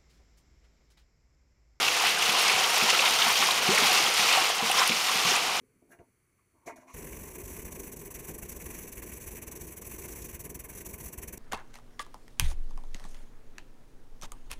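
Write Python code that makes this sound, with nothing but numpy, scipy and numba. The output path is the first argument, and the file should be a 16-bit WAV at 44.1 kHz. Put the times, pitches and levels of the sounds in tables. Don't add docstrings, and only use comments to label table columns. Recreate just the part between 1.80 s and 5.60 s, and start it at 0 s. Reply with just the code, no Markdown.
import sys
import numpy as np
from scipy import signal
from scipy.fft import rfft, irfft
from scipy.io import wavfile
from scipy.ndimage import uniform_filter1d
from numba import njit

SR = 44100
rng = np.random.default_rng(int(sys.argv[2]) if len(sys.argv) > 2 else 0)


def persist_wave(psi):
    counts = np.round(np.clip(psi, -1, 1) * 32767).astype(np.int16)
    wavfile.write(sys.argv[1], SR, np.atleast_2d(counts).T)


def boost(x):
    u = np.asarray(x, float) / 20
    return 10 ** u


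N = 167580


def level(x, db):
    return x * boost(db) / np.sqrt(np.mean(x ** 2))


def band(x, hz, width):
    return signal.lfilter(*signal.iirpeak(min(hz, .45 * SR), hz / width, fs=SR), x)


def walk(rate):
    hold = int(SR / rate)
    steps = np.repeat(rng.standard_normal(N // hold + 1), hold)
    return 1.5 * uniform_filter1d(uniform_filter1d(steps, hold), hold)[:N]


def shape(x, db_of_hz):
    hz = np.maximum(np.fft.rfftfreq(4096, 1 / SR), 1)
    cepstrum = irfft(np.log(boost(db_of_hz(hz))))
    cepstrum[1:2048] *= 2
    cepstrum[2049:] = 0
    impulse = irfft(np.exp(rfft(cepstrum)))
    return signal.fftconvolve(x, impulse)[:N]


@njit
def ring(start, hz, cycles, rise, size, out_len, rate):
    out = np.zeros(out_len)
    for k in range(len(start)):
        n = int(cycles[k] * rate / hz[k]) + 2
        phase, env, fade = 0., size[k], np.exp(-5.76 / n)
        for i in range(min(n, out_len - start[k])):
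            phase += 6.2832 * hz[k] * (1 + rise[k] * (2.5 * i / n) ** 2) / rate
            onset = min(phase / 3.1416, 1.)
            out[start[k] + i] += env * onset * np.sin(phase)
            env *= fade
    return out


def grains(s, hz, cycles, rise, size):
    one = np.ones(len(s))
    start = (np.clip(s, 0, None) * SR).astype(np.int64)
    pitch = np.minimum(hz, .3 * SR) * one
    return ring(start, pitch, cycles * one, rise * one, size * one, N, float(SR))


def bursts(rows, length_s, q):
    lead_s = .003
    out, t = np.zeros(N + SR), np.arange(2000) / SR
    swell = (t / length_s) ** 2 * np.exp(-3 * t / length_s)
    for (s, db, hz), noise in zip(rows, rng.standard_normal((len(rows), len(t)))):
        puff = band(band(noise * swell, hz, hz / q), hz, hz / q)
        first = int((s - lead_s) * SR)
        out[first:first + len(t)] += puff * boost(db) / np.abs(puff).max()
    return out[:N]


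def froth():
    bass_gaps_db = 2.5
    patter = 0.11 * walk(14) + 0.64 * walk(40.0) + 1.1 * walk(150)
    out, gust = 0, walk(12)
    for hz in 30 * 2 ** np.arange(0, 9.4, .5):
        gust = .8 * gust + .6 * walk(12)
        db = patter * min(hz / 2500.0, 1.2) + 0.43 * gust + 0.63 * walk(24.9)
        db = db + bass_gaps_db * walk(14) * (hz < 400)
        out = out + boost(db) * band(rng.standard_normal(N), hz, hz * 0.4) / np.sqrt(hz)
    return level(out, 0)


def cloud(per_s, lo_hz, hi_hz, cycles, rise, scatter_db, clump_db, clump_rate):
    u = rng.random((int(per_s * N / SR), 4)).T
    s = u[0] * (N - 1) / SR
    hz = lo_hz * (hi_hz / lo_hz) ** u[1]
    clump = clump_db * walk(clump_rate)[(s * SR).astype(int)]
    db = np.minimum(-scatter_db * np.log(1 - u[2]) + clump, 10.5)
    return level(grains(s, hz, cycles * (.5 + u[3]), rise, boost(db) * hz), 0)


def bubbles():
    return cloud(3500, 378.5, 8050.0, cycles=13.4, rise=0.077,
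                 scatter_db=1.5, clump_db=1.5, clump_rate=30)


def spray():
    return cloud(3000, 3140.0, 11200.0, cycles=7.7, rise=.0,
                 scatter_db=4.5, clump_db=2.0, clump_rate=45)


# [Hz, dB per Hz]
RUSH_COLOUR = [(15, -55), (25, -52.5), (189, -22), (586, -6), (747, -3), (1680, -1), (2880, 1.5),
               (13400, -7.5), (15700, -15)]
# [Hz, Hz, dB]
HOLLOWS = [(758, 88, 3.5), (1118, 285, 2.5), (592, 100, -4), (1734, 300, -2.5), (2710, 1200, 2.5),
           (434, 100, 1.5), (280, 140, -3), (181, 62, 3), (5330, 1600, 2.5), (14400, 1500, 3.5)]


def rush_db(hz):
    table = np.array(RUSH_COLOUR)
    bumps = sum(db * np.exp(-((hz - f) / w) ** 2 * 2) for f, w, db in HOLLOWS)
    return np.interp(np.log(hz), np.log(table[:, 0]), table[:, 1]) + bumps


# [s, dB, dB per octave]
SURGE = [(0.0, -26, 0), (0.28, -25, 1.5), (0.35, -28, -0.5), (0.45, -24.5, -1), (1.46, -23.5, 0.0),
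         (1.56, -25, 1), (1.64, -23, 0), (1.8, -24.5, -2), (2.141, -21.5, 0), (2.24, -24.5, 1),
         (2.54, -22.5, 0.5), (2.64, -23.5, -1), (2.76, -28.5, -2.5), (3.0, -24, 0.5), (3.08, -27, 1.5),
         (3.56, -24.5, 0.0), (3.63, -27.5, -1.5), (3.8, -28, -2.5)]


def surging_water():
    t, surge = np.arange(N) / SR, np.array(SURGE)
    white = boost(0.5) * froth() + boost(-7) * bubbles() + boost(-10.5) * spray()
    water = level(shape(white, rush_db), 0)
    bright = np.clip(0.057 * np.interp(t, surge[:, 0], surge[:, 2]), -.8, .8)
    dull = signal.lfilter(*signal.butter(1, 2000., fs=SR), water)
    tilted = water + bright * (water - 2 * dull)
    return tilted * boost(np.interp(t, surge[:, 0], surge[:, 1]))


# [s, dB, s, Hz]
CRASHES = [(0.033, 3, 0.017, 2600), (0.266, 4, 0.037, 1800), (0.21, 2, 0.013, 1500), (0.363, 1, 0.06, 2010),
           (0.684, 2.5, 0.038, 2500), (0.97, 0.5, 0.016, 1200), (1.101, 5, 0.015, 3600),
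           (1.21, 0.5, 0.11, 2750), (1.442, 1, .05, 1500), (1.148, 3.5, 0.015, 2800),
           (1.266, 2, 0.024, 2800), (1.44, 1.5, 0.063, 3000), (1.48, 3.5, 0.023, 1100),
           (1.546, 0, 0.012, 2000), (1.377, -4, 0.011, 2000), (1.632, 4.5, 0.015, 1600),
           (1.98, -0.5, 0.034, 3000), (2.13, 1, 0.064, 2500), (2.432, 1.5, 0.019, 3040),
           (2.538, 3, 0.028, 2500), (2.57, 3.5, 0.031, 950), (2.62, 1.5, 0.016, 2000),
           (2.716, 3.5, 0.01, 2500), (2.928, 0, .03, 1000), (3.03, 4.5, 0.045, 1190),
           (3.297, 0.5, 0.047, 3000), (3.555, 3.5, 0.019, 1500)]


def crashes(water):
    width_ratio = 2.2
    t, out = np.arange(N) / SR, water
    for s, db, half_s, hz in CRASHES:
        part = band(band(water, hz, hz * width_ratio), hz, hz * width_ratio)
        out = out + (boost(db) - 1) * np.exp(-((t - s) / half_s) ** 2) * part
    return out


# [s, dB, Hz]
SLAPS = [(0.0817, -14, 2490), (0.1501, -17, 2490), (0.4259, -16, 2580), (0.4953, -14.5, 2800),
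         (0.7532, -18, 2320), (0.8425, -15.5, 2920), (1.0141, -15, 2500), (1.1039, -12.5, 2500),
         (1.1358, -18, 2940), (1.1927, -14, 2650), (1.2256, -15, 2910), (1.256, -13, 2510),
         (1.3887, -20, 3360), (1.4197, -13.5, 3300), (1.709, -15, 3630), (1.9769, -14, 2200),
         (2.0348, -16, 2760), (2.2643, -18, 3180), (2.397, -19, 3340), (2.4872, -15, 2860),
         (2.9153, -16.5, 2790), (3.0934, -16.5, 3000), (3.1188, -18, 2400), (3.5129, -17, 2800)]


def slaps():
    return bursts(SLAPS, length_s=.005, q=3.2)


# [s, dB, Hz,
# cycles, share of pitch]
GLUGS = [(1.889, -22, 365, 44, 1.0), (2.988, -17, 5250, 36, .02), (2.994, -14, 5150, 36, 0.23),
         (2.6, -18, 5400, 16, .02), (3.005, -19, 1100, 12, .1), (3.026, -18, 1250, 12, .1),
         (2.12, -26.5, 540, 12, 0.45), (2.3, -30, 520, 14, .25), (2.616, -31, 330, 10.6, 0.29),
         (3.517, -26.5, 380, 11, 0.013), (2.7, -21, 680, 12, 0.15), (1.2, -25, 540, 12, .03),
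         (1.127, -25.5, 480, 12, 0.42), (3.098, -36, 280, 29, .9), (3.48, -43, 155, 8.8, .05),
         (2.2, -32, 320, 12, .05), (3, -30, 570, 10, .05), (3.1, -28, 480, 12, 0.13),
         (2.28, -34, 314, 7.1, .2), (1.515, -38, 110, 2, .0), (1.99, -29, 410, 17, .0),
         (1.905, -30, 350, 8, .0), (2.83, -29.5, 456, 20, .02), (2.4, -14, 2300, 15, .02)]


def glugs():
    s, db, hz, cycles, rise = np.array(GLUGS).T
    return grains(s, hz, cycles * 2, rise * 2, boost(db))


# [s, dB, Hz]
PLOPS = [(0.136, -26, 1120), (0.208, -20, 929), (0.237, -18, 750), (0.27, -17, 810), (0.375, -16.5, 1520),
         (0.549, -21, 1080), (0.649, -17, 1110), (0.712, -17, 1070), (0.811, -19, 735), (0.971, -16, 956),
         (0.998, -18, 1190), (1.085, -16.5, 950), (1.149, -15, 1300), (1.22, -21, 1180), (1.239, -16, 940),
         (1.266, -21, 826), (1.393, -17, 1323), (1.444, -18, 1430), (1.467, -21, 790), (1.501, -14, 970),
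         (1.601, -20, 834), (1.626, -11.5, 1160), (1.688, -13.5, 1050), (1.891, -22, 738),
         (1.988, -19, 1200), (2.033, -17, 1070), (2.072, -21, 1130), (2.1, -18, 762), (2.192, -25, 1300),
         (2.241, -28, 1160), (2.285, -25, 770), (2.475, -21, 996), (2.536, -17.5, 730), (2.573, -12.5, 720),
         (2.698, -21, 1110), (2.804, -18, 760), (2.823, -21, 1110), (2.899, -14.5, 773), (2.942, -19, 1110),
         (2.981, -16, 1010), (3.017, -11.5, 1043), (3.294, -15, 1080), (3.458, -29, 1060),
         (3.694, -20, 1080)]


def plops():
    s, db, hz = np.array(PLOPS).T
    return grains(s, hz, 29, 0.13, boost(db - 3.5))


# [s, dB, Hz]
THUDS = [(0.489, -38, 212), (0.685, -55, 231), (1.023, -34, 228), (1.307, -44, 240), (1.463, -37.5, 230),
         (1.601, -37, 248), (1.886, -26.5, 195), (2.021, -32.5, 245), (2.261, -47, 237),
         (2.393, -39.5, 209), (2.824, -34.5, 219), (3.095, -32, 221), (3.354, -39.5, 207),
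         (3.45, -35.5, 170.6)]
# [Hz, dB, s]
IRON_RING = [
    (179.2, -10, 0.33),
    (228, -6.5, 0.15),
]


def lid():
    s, db, hz = np.array(THUDS).T
    gulp = grains(s, hz, 34, 0.16, boost(db))
    upper = grains(s, 1.95 * hz, 34, 0.062, boost(db - 12))
    thump = grains(s, 0.8 * hz, 16, .0, boost(db - 5))
    iron = sum(grains(s, f, t60 * f, .0, boost(db + ring_db)) for f, ring_db, t60 in IRON_RING)
    return gulp + upper + thump + iron


# [s, dB, Hz]
TICKS = [(0.3935, -32, 8380), (0.4254, -28, 7200), (0.597, -22, 8240), (0.681, -17, 7250),
         (1.104, -17, 7230), (1.527, -25, 13000), (1.949, -18.5, 7010), (1.9844, -19, 8400),
         (2.341, -22, 7220), (2.418, -24, 7040), (2.6903, -26, 7110), (2.9165, -25, 10500),
         (3.0264, -27, 7180), (3.0773, -16, 5200), (3.5558, -21, 7340), (3.641, -28, 7300),
         (3.768, -27, 7180)]


def ticks():
    return bursts(TICKS, length_s=.004, q=2.6)


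# [s, dB, Hz]
MORE_TICKS = [(0.2713, -23.5, 8800), (0.3845, -26, 8790), (0.4254, -26, 8900), (0.4998, -27, 10400),
              (0.5237, -28, 10500), (0.9033, -25, 9060), (0.9797, -22, 10600), (1.1014, -26, 9160),
              (1.2516, -25, 8960), (1.289, -25, 9160), (1.5259, -28, 8930), (1.9485, -30, 8740),
              (1.9844, -34, 10700), (1.9844, -25, 8500), (2.5272, -18, 8730), (2.6933, -28, 9610),
              (2.9158, -19, 8850), (3.0764, -17.5, 9700), (3.5638, -20.5, 9100)]


def more_ticks():
    return bursts(MORE_TICKS, length_s=.004, q=2.6)


# [Hz, dB per Hz]
TOWN_COLOUR = [(20, -3), (60, 1), (120, -9), (250, -17), (600, -42)]


def town():
    table = np.array(TOWN_COLOUR)

    def colour(hz):
        return np.interp(np.log(hz), np.log(table[:, 0]), table[:, 1])

    return level(shape(rng.standard_normal(N), colour) * boost(1.8 * walk(14)), -66)


def scene():
    water = crashes(surging_water())
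    hits = slaps() + glugs() + plops() + lid() + ticks() + more_ticks()
    hits = signal.lfilter(*signal.butter(2, 90., "high", fs=SR), hits)
    return (water + hits + town())[None]


def band_limit(x):
    return signal.sosfilt(signal.butter(12, 15890, fs=SR, output="sos"), x)


def record(dry):
    notch_hz, notch_width_hz, notch_keep, top_hz = 7720, 310, .1, 15700
    notched = dry - (1 - notch_keep) * band(dry, notch_hz, notch_width_hz)
    top_cut = signal.ellip(10, .2, 80, top_hz, fs=SR, output="sos")
    mix = signal.sosfilt(top_cut, notched)
    return band_limit(mix)


dry = scene()
out = record(dry)
persist_wave(out)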